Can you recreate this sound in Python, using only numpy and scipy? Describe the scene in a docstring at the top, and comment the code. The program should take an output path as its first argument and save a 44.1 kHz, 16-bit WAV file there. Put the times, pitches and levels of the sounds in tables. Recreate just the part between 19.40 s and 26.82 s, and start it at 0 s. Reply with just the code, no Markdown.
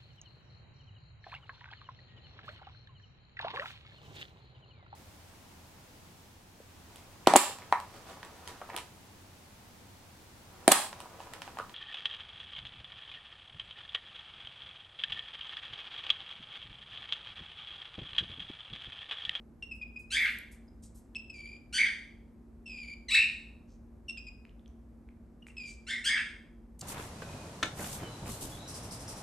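"""Two cockatiels have their heads scratched, close to a phone in a small room. From the start an
appliance hums over a soft rumble of air. One bird gives clean peeps, the nearly pure tones of a
vibrating membrane, while beaks tick and feathers rustle. At 0.7 s the other first protests: its squawk
opens reedy, then breaks into a screech as the membrane turns chaotic. From 1.9 s the first bird adds
sagging whines. The calls alternate until two last squawks, near 6.5 s; a brief rustle ends the scene."""
import sys
import numpy as np
from scipy import signal
from scipy.fft import rfft, irfft, next_fast_len
from scipy.io import wavfile
from scipy.ndimage import uniform_filter1d

SR = 44100
rng = np.random.default_rng(int(sys.argv[2]) if len(sys.argv) > 2 else 0)


def put_to_file(sound):
    """Save the sound as 16-bit audio at rate SR, in the file named by the first command-line argument."""
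    columns = np.atleast_2d(sound).T  # one column per channel
    safe = np.clip(columns, -1, 1)
    whole_steps = np.round(safe * 32767)
    wavfile.write(sys.argv[1], SR, whole_steps.astype(np.int16))


N = 327222
TIME = np.arange(N) / SR
TOP_HZ = 15500

# Spectrum of the moving air. Each row: frequency in Hz, relative density in dB.
AIR_SPECTRUM = [(22, -41.5), (32, -12), (41, 1.5), (55, 2), (85, -4.5), (140, -12.5), (230, -8.5),
                (330, -14.5), (500, -22), (1000, -31), (2400, -44), (3200, -52), (7000, -53), (12000, -50)]
# Stereo width of the air. Each row: frequency in Hz, side against mid in dB.
AIR_SIDE = [(30, -25), (90, -15), (200, -10.5), (600, -7), (8000, -6.5)]
# Partials of the appliance. Each row: frequency in Hz, median rms level in dB.
HUM_PARTIALS = [(58, -61.5), (231, -60.5), (349.9, -74)]
# Peeps. Each row: start in seconds, length in seconds, pitch in Hz, level in dB, overtone gain in dB.
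PEEP_NOTES = [ (.223, 0.024, 2722, -37.5, -11.5), (0.309, 0.038, 2552, -42, -14),
              (0.411, 0.037, 2432, -43.5, -20.5), (0.558, 0.038, 2463, -43.5, -18.5),
              (1.279, 0.012, 4870, -67, -27.5), (1.753, 0.023, 2613, -39.5, -6.5),
              (1.896, .024, 2540, -46.5, -4.5), (3.682, .024, 2013, -43, 5),
              (4.681, 0.037, 2725, -39.5, -3.5), (4.771, .031, 2466, -48, -1.5),
              (4.865, 0.035, 2462, -47, -3), (6.022, 0.011, 2770, -57.5, -15.5),
              (6.097, .016, 2690, -57, -22)]
# Transmission of overtones by the nearly closed beak. Each row: frequency in Hz, gain in dB.
BEAK_RESPONSE = [(5000, -4), (7600, -17), (10000, -20), (13000, -41.5)]
# Impacts of beaks and claws. Each row: start in seconds, strength in dB, ring frequency in Hz.
HORN_IMPACTS = [(0.225, -37.5, 2870), (0.422, -48.5, 3380), (.987, -36.5, 11500), (1.749, -37.5, 3270),
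                (4.698, -40, 3560), (4.772, -42, 3200), (5.052, -42.5, 2510), (5.094, -49.5, 2850),
                (5.195, -57.5, 3400), (5.26, -50, 3300), (5.279, -55.5, 5950), (5.689, -49, 2264),
                (6.068, -37, 2295), (6.085, -40.5, 2450)]
# Feather strokes. Each row: start in seconds, length in seconds, level before the mix in dB, centre in Hz.
FEATHER_STROKES = [(0.346, .03, -67.5, 10700), (0.589, 0.039, -63, 9600), (.72, .26, -53, 12300),
                   (1.111, 0.043, -56.5, 10600), (1.422, 0.052, -55, 8580), (1.545, 0.057, -58.5, 10640),
                   (1.932, 0.083, -68, 7200), (4.274, 0.11, -72.5, 6030), (6.065, 0.038, -62, 8540),
                   (6.255, .1, -54.5, 7200), (7.39, 0.016, -47, 10100), (7.41, 0.0092, -35, 7520)]
# Squawks. Each row: start, length, scoop time and time to the break in seconds; first, opening, screech
# and last pitch in Hz; opening and screech level before the mix in dB; fade over the screech in dB;
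# screech roughness from 0 to 1; opening and screech tilt of the membrane's spectrum in dB per octave.
SQUAWK_CALLS = [ (0.702, .18, .038, 0.06, 1320, 1630, 2138, 951, -29, -26.5, 9, 0.83, 1.5, -4.5),
                (2.324, 0.15, .027, 0.06, 1383, 1520, 2203, 1407, -30.5, -20.5, 17.5, 0.78, -1, -3),
                (3.69, .147, .042, .063, 927, 1311, 2610, 2678, -24, -17.5, 18.5, .62, -2.5, -4.5),
                (6.465, .113, .038, .042, 1345, 1597, 2010, 1770, -34.5, -29.5, 18.5, 0.65, -3, 5.5),
                (6.639, 0.15, .026, .057, 1299, 1594, 2028, 1156, -26, -26.5, 9, 0.76, 1.5, -5.5)]
# Throat resonances, which shift as neck and beak move. Each row: one squawk's pairs of frequency in Hz
# and gain in dB.
THROAT_RESONANCES = [
    [(1850, -9), (2300, 16), (3380, 7), (4420, -34.5), (5900, -13), (7100, -11), (8600, -8.5)],
    [(1850, -11.5), (2270, 9.5), (3350, 2), (4570, -5), (5950, -12), (7300, -17), (8800, -7.5)],
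    [(1850, -9.5), (2650, 3.5), (3880, 1.5), (5120, -16.5), (6000, -25), (7800, -4.5), (11600, -7)],
    [(1850, -23), (2150, 21), (3400, 10.5), (5000, -0.5), (6300, -18), (7100, -1.5), (8500, -5)],
    [(1800, 6), (2250, 21), (3250, 11.5), (4750, 4.5), (6300, -9), (8100, 2.5), (9300, -33)],
]
# Whines. Each row: start and length in seconds, first and lowest pitch in Hz, sag time in seconds,
# level in dB, overtone gain in dB, quaver as a share of the pitch, strength of beak chatter in dB.
WHINE_NOTES = [ (1.938, .24, 2448, 2328, 0.054, -49.5, -5.5, 0.016, -53.5),
               (3.257, 0.29, 2720, 2340, 0.23, -46.5, -4.5, .021, -51),
               (6.166, 0.152, 2614, 2330, .16, -44.5, -3.5, 0.011, -47)]
# Treble resonances of the microphone ports. Each row: frequency in Hz, gain in dB.
PORT_RESPONSE = [(9300, 0.5), (10200, -15.5), (11200, 4), (12600, -8), (13600, -22)]


def undb(db):
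    """Amplitude ratio of a level in decibels."""
    return 10 ** (np.asarray(db) / 20)


def unit(x):
    """Normalisation to rms 1."""
    return x / np.sqrt(np.mean(x ** 2) + 1e-20)


def response(points, hz):
    """Gain of a (Hz, dB) curve, interpolated over log frequency."""
    at, db = np.transpose(points)
    return undb(np.interp(np.log(np.maximum(hz, 1)), np.log(at), db))


def colour(x, points):
    """Zero-phase filtering by a (Hz, dB) curve."""
    size = next_fast_len(len(x))
    hz = np.arange(size // 2 + 1) * SR / size
    return irfft(rfft(x, size) * response(points, hz), size)[:len(x)]


def wobble(size, rate_hz):
    """Low-passed noise: smooth random motion of rms 1."""
    lowpass = signal.butter(2, rate_hz, fs=SR, output="sos")
    return unit(signal.sosfilt(lowpass, rng.standard_normal(size)))


def add(out, start, sound):
    """Superposition of a sound at its start time."""
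    i = max(int(start * SR), 0)
    out[i:i + len(sound)] += sound[:max(N - i, 0)]


def blend(a, b, share):
    """Linear interpolation from a to b."""
    return a + (b - a) * share


def ease(x):
    """Raised-cosine step from 0 to 1."""
    return np.sin(np.pi / 2 * np.clip(x, 0, 1)) ** 2


def envelope(length_s, attack_s, release_s):
    """Time axis and amplitude envelope of one call."""
    t = TIME[:int(length_s * SR)]
    return t, ease(t / attack_s) * ease((length_s - t) / release_s)


def room_air(mid_db=-55.5):
    """Moving air gives low noise, partly correlated between the two channels."""
    mid, side = (unit(colour(rng.standard_normal(N), AIR_SPECTRUM)) for _ in range(2))
    return undb(mid_db) * (mid + colour(side, AIR_SIDE) * np.array([[1], [-1]]))


def appliance_hum(drift=0.012, throb_db=2.5):
    """Low partials waver under slow random modulation of frequency and amplitude."""
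    out = np.zeros(N)
    for hz, db in HUM_PARTIALS:
        gain = undb(db + throb_db * wobble(N, 15))
        drifting_hz = hz * (1 + drift * wobble(N, 5))
        out += gain * unit(np.sin(2 * np.pi * np.cumsum(drifting_hz) / SR))
    return out


def syrinx(hz, weights):
    """A periodically vibrating membrane gives a harmonic series, one row of weights per harmonic."""
    k = np.arange(1, len(weights) + 1)[:, None]
    weights = weights * (k * hz < TOP_HZ)
    phase = 2 * np.pi * np.cumsum(hz) / SR
    rms = np.sqrt((weights ** 2).sum(axis=0) / 2 + 1e-20)
    return (weights * np.sin(k * phase)).sum(axis=0) / rms


def whistle(hz, overtone_db, waver, air_db, shimmer_db=3, count=5):
    """The closed beak acts as a low-pass filter, leaving a trembling, nearly pure tone and faint breath."""
    hz = hz * (1 + waver * wobble(len(hz), 99))
    overtones = [undb(overtone_db) * response(BEAK_RESPONSE, k * hz) for k in range(2, count + 1)]
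    tone = syrinx(hz, np.array([np.ones(len(hz))] + overtones))
    breath = colour(rng.standard_normal(len(hz)), [(1500, -24.5), (3000, 9.5)] + BEAK_RESPONSE)
    shimmer = undb(shimmer_db * wobble(len(hz), 71))
    return (tone + undb(air_db + overtone_db) * unit(breath)) * shimmer


def peeps(sharp=0.04, settle_s=0.011):
    """Short contact notes with an onset transient: the pitch starts sharp and settles exponentially."""
    out = np.zeros(N)
    for start, length, pitch_hz, db, overtone_db in PEEP_NOTES:
        t, swell = envelope(length, attack_s=0.17 * length, release_s=0.45 * length)
        hz = pitch_hz * (1 + sharp * np.exp(-t / settle_s))
        add(out, start, swell * undb(db) * whistle(hz, overtone_db, waver=0.011, air_db=-21.5))
    return out


def ticks(impacts, crack=0.33, ring_s=0.001, crack_s=0.0015):
    """An impact on hard horn excites a tiny crack and one heavily damped mode."""
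    out, t = np.zeros(N), TIME[:SR // 50]
    for start, db, hz in impacts:
        snap = crack * rng.standard_normal(len(t)) * np.exp(-t / crack_s)
        ring = np.sin(2 * np.pi * hz * t) * np.exp(-t / ring_s)
        band = [(hz / 4, -18), (hz / 2, -3), (hz, 0), (hz * 3, -14)]
        add(out, start, undb(db) * colour(ring + snap, band))
    return out


def rustles(grain_db=3):
    """Friction between sliding feather barbs gives a grainy band of noise."""
    out = np.zeros(N)
    for start, length, db, hz in FEATHER_STROKES:
        size = int(length * SR)
        barbs = rng.standard_normal(size) * undb(grain_db * wobble(size, 500))
        swish = colour(barbs, [(hz / 10, -32), (hz / 2, -12), (hz, 0), (hz * 2, -26)])
        swell = np.sin(np.pi * np.linspace(0, 1, size) ** 0.7)
        add(out, start, undb(db) * unit(swish * swell))
    return out


def throat(x, resonances, q=10):
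    """Windpipe and open beak act as resonators in parallel."""
    return sum(undb(db) * signal.lfilter(*signal.iirpeak(hz, q, fs=SR), x) for hz, db in resonances)


def forced_voice(hz, rough, tilt_db, resonances, jitter=0.18, flutter_db=3, rasp_db=-14, count=10):
    """Source and filter: a membrane driven into chaos and rasping air excite the same throat."""
    size, k = len(hz), np.arange(1, count + 1)[:, None]
    shaken_hz = hz * (1 + jitter * rough * np.tanh(wobble(size, 300)))
    tone = syrinx(shaken_hz, undb(tilt_db * np.log2(k)))
    rasp = undb(rasp_db) * rough * rng.standard_normal(size)
    voice = throat(tone + rasp, resonances)
    # so small a throat radiates almost no bass
    radiation = [(500, -31.5), (1000, -10.5), (1350, -11), (1800, 6), (9000, -0.5), (14000, -21.5)]
    voice = colour(voice, radiation)
    # effort alone sets the loudness, wherever the pitch lies among the resonances
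    voice = voice / np.sqrt(uniform_filter1d(voice ** 2, size=400) + 1e-12)
    return voice * unit(undb(flutter_db * rough * wobble(size, 230)))


def squawks(scoop_db=11.5, push_db=3, dull_db=10.5, opening_rough=0.26, closing_rough=0.5):
    """A change of regime: a reedy note scoops up, breaks into a screech and sags as the air runs out."""
    out = np.zeros(N)
    for row, resonances in zip(SQUAWK_CALLS, THROAT_RESONANCES):
        (start, length, scoop_s, break_s, first_hz, opening_hz, screech_hz, last_hz,
         opening_db, screech_db, fade_db, screech_rough, opening_tilt, screech_tilt) = row
        t, gate = envelope(length, attack_s=0.0057, release_s=0.005)
        effort = ease(t / scoop_s)
        broken = (1 + np.tanh((t - break_s) / 0.009)) / 2  # 0 in the opening, 1 in the screech
        spent = np.clip((t - break_s) / (length - break_s), 0, 1)
        sag = spent ** 2.8  # ever faster towards the end
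        hz = blend(blend(first_hz, opening_hz, effort), blend(screech_hz, last_hz, sag), broken)
        rising_db = opening_db - scoop_db * (1 - effort)
        # a last push of air lifts the level halfway down the sag
        falling_db = screech_db - fade_db * spent + push_db * np.sin(np.pi * sag)
        db = blend(rising_db, falling_db, broken)
        rough = blend(opening_rough, blend(screech_rough, closing_rough, sag), broken)
        tilt_db = blend(opening_tilt, screech_tilt - dull_db * np.sin(np.pi * spent), broken)
        add(out, start, gate * undb(db) * forced_voice(hz, rough, tilt_db, resonances))
    return out


def whines(rise_hz_per_s=380, fade_db=3.5, dull_db=3.5):
    """Frequency glides: a fading, dulling whistle sags, then creeps back up if it lasts long enough."""
    out = np.zeros(N)
    for start, length, first_hz, lowest_hz, sag_s, db, overtone_db, quaver, _ in WHINE_NOTES:
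        t, swell = envelope(length, attack_s=0.005, release_s=0.012)
        spent = t / length
        sagging_hz = blend(lowest_hz, first_hz, np.maximum(1 - t / sag_s, 0) ** 2)
        hz = sagging_hz + rise_hz_per_s * np.maximum(t - sag_s, 0)
        note = whistle(hz, overtone_db - dull_db * spent, quaver, air_db=-19)
        add(out, start, swell * undb(db - fade_db * spent) * note)
    return out


def beak_chatter(gap_s=0.026, scatter_db=3, ring_hz=3070):
    """A jittered train of faint beak impacts during each whine, as rows for ticks()."""
    impacts = []
    for start, length, *_, db in WHINE_NOTES:
        for slot in np.arange(start, start + length - gap_s, gap_s):
            impacts.append((slot + gap_s * rng.random(), db + scatter_db * rng.standard_normal(), ring_hz))
    return impacts


def room(x, wet_db, early_db, side_db, t60_s=0.49, early_s=0.016):
    """Reverberation: sparse reflections from the nearby door and window, and a diffuse decaying tail."""
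    t = TIME[:int(0.75 * SR)]
    arrive = np.clip((t - 0.002) / 0.016, 0, 1)
    paths = []
    for _ in range(2):
        tail = rng.standard_normal(len(t)) * arrive * np.exp(-np.log(1000) * t / t60_s)
        tail = colour(tail, [(3000, 3.5), (9000, 0.5), (14000, -13)])
        sparse = rng.standard_normal(len(t)) * (rng.random(len(t)) < 0.02)
        early = sparse * arrive * np.exp(-t / early_s)
        impulse = (undb(wet_db) * unit(tail) + undb(early_db) * unit(early)) / np.sqrt(len(t))
        paths.append(signal.fftconvolve(x, impulse)[:N])
    mid, side = paths
    return x + mid + undb(side_db) * side * np.array([[1], [-1]])


def delay(x, lag_s):
    """A linear phase shift delays by any fraction of a sample."""
    return irfft(rfft(x) * np.exp(-2j * np.pi * np.fft.rfftfreq(N, 1 / SR) * lag_s), N)


def scene(lag_s=1.3e-5):
    """Directivity: the peeping bird faces the phone; the other, turned away, comes more by the walls."""
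    direct = peeps() + whines() + ticks(HORN_IMPACTS + beak_chatter())
    soft = room(direct, wet_db=-12, early_db=-14, side_db=-5)
    harsh = room(squawks(), wet_db=-3.5, early_db=-4, side_db=-9.5)
    feathers = room(rustles(), wet_db=-9, early_db=-5.5, side_db=-12.5)
    left, right = soft + undb(-3.5) * harsh + undb(-7) * feathers
    # the birds are a little nearer the left microphone
    return np.array([left, delay(right, lag_s)]) + room_air() + appliance_hum()


def record(dry):
    """Port resonances of the phone colour the high treble, and a steep low-pass cuts the top."""
    heard = np.array([colour(channel, PORT_RESPONSE) for channel in dry])
    return signal.sosfilt(signal.ellip(8, 0.2, 70, TOP_HZ, fs=SR, output="sos"), heard)


dry = scene()
out = record(dry)
put_to_file(out)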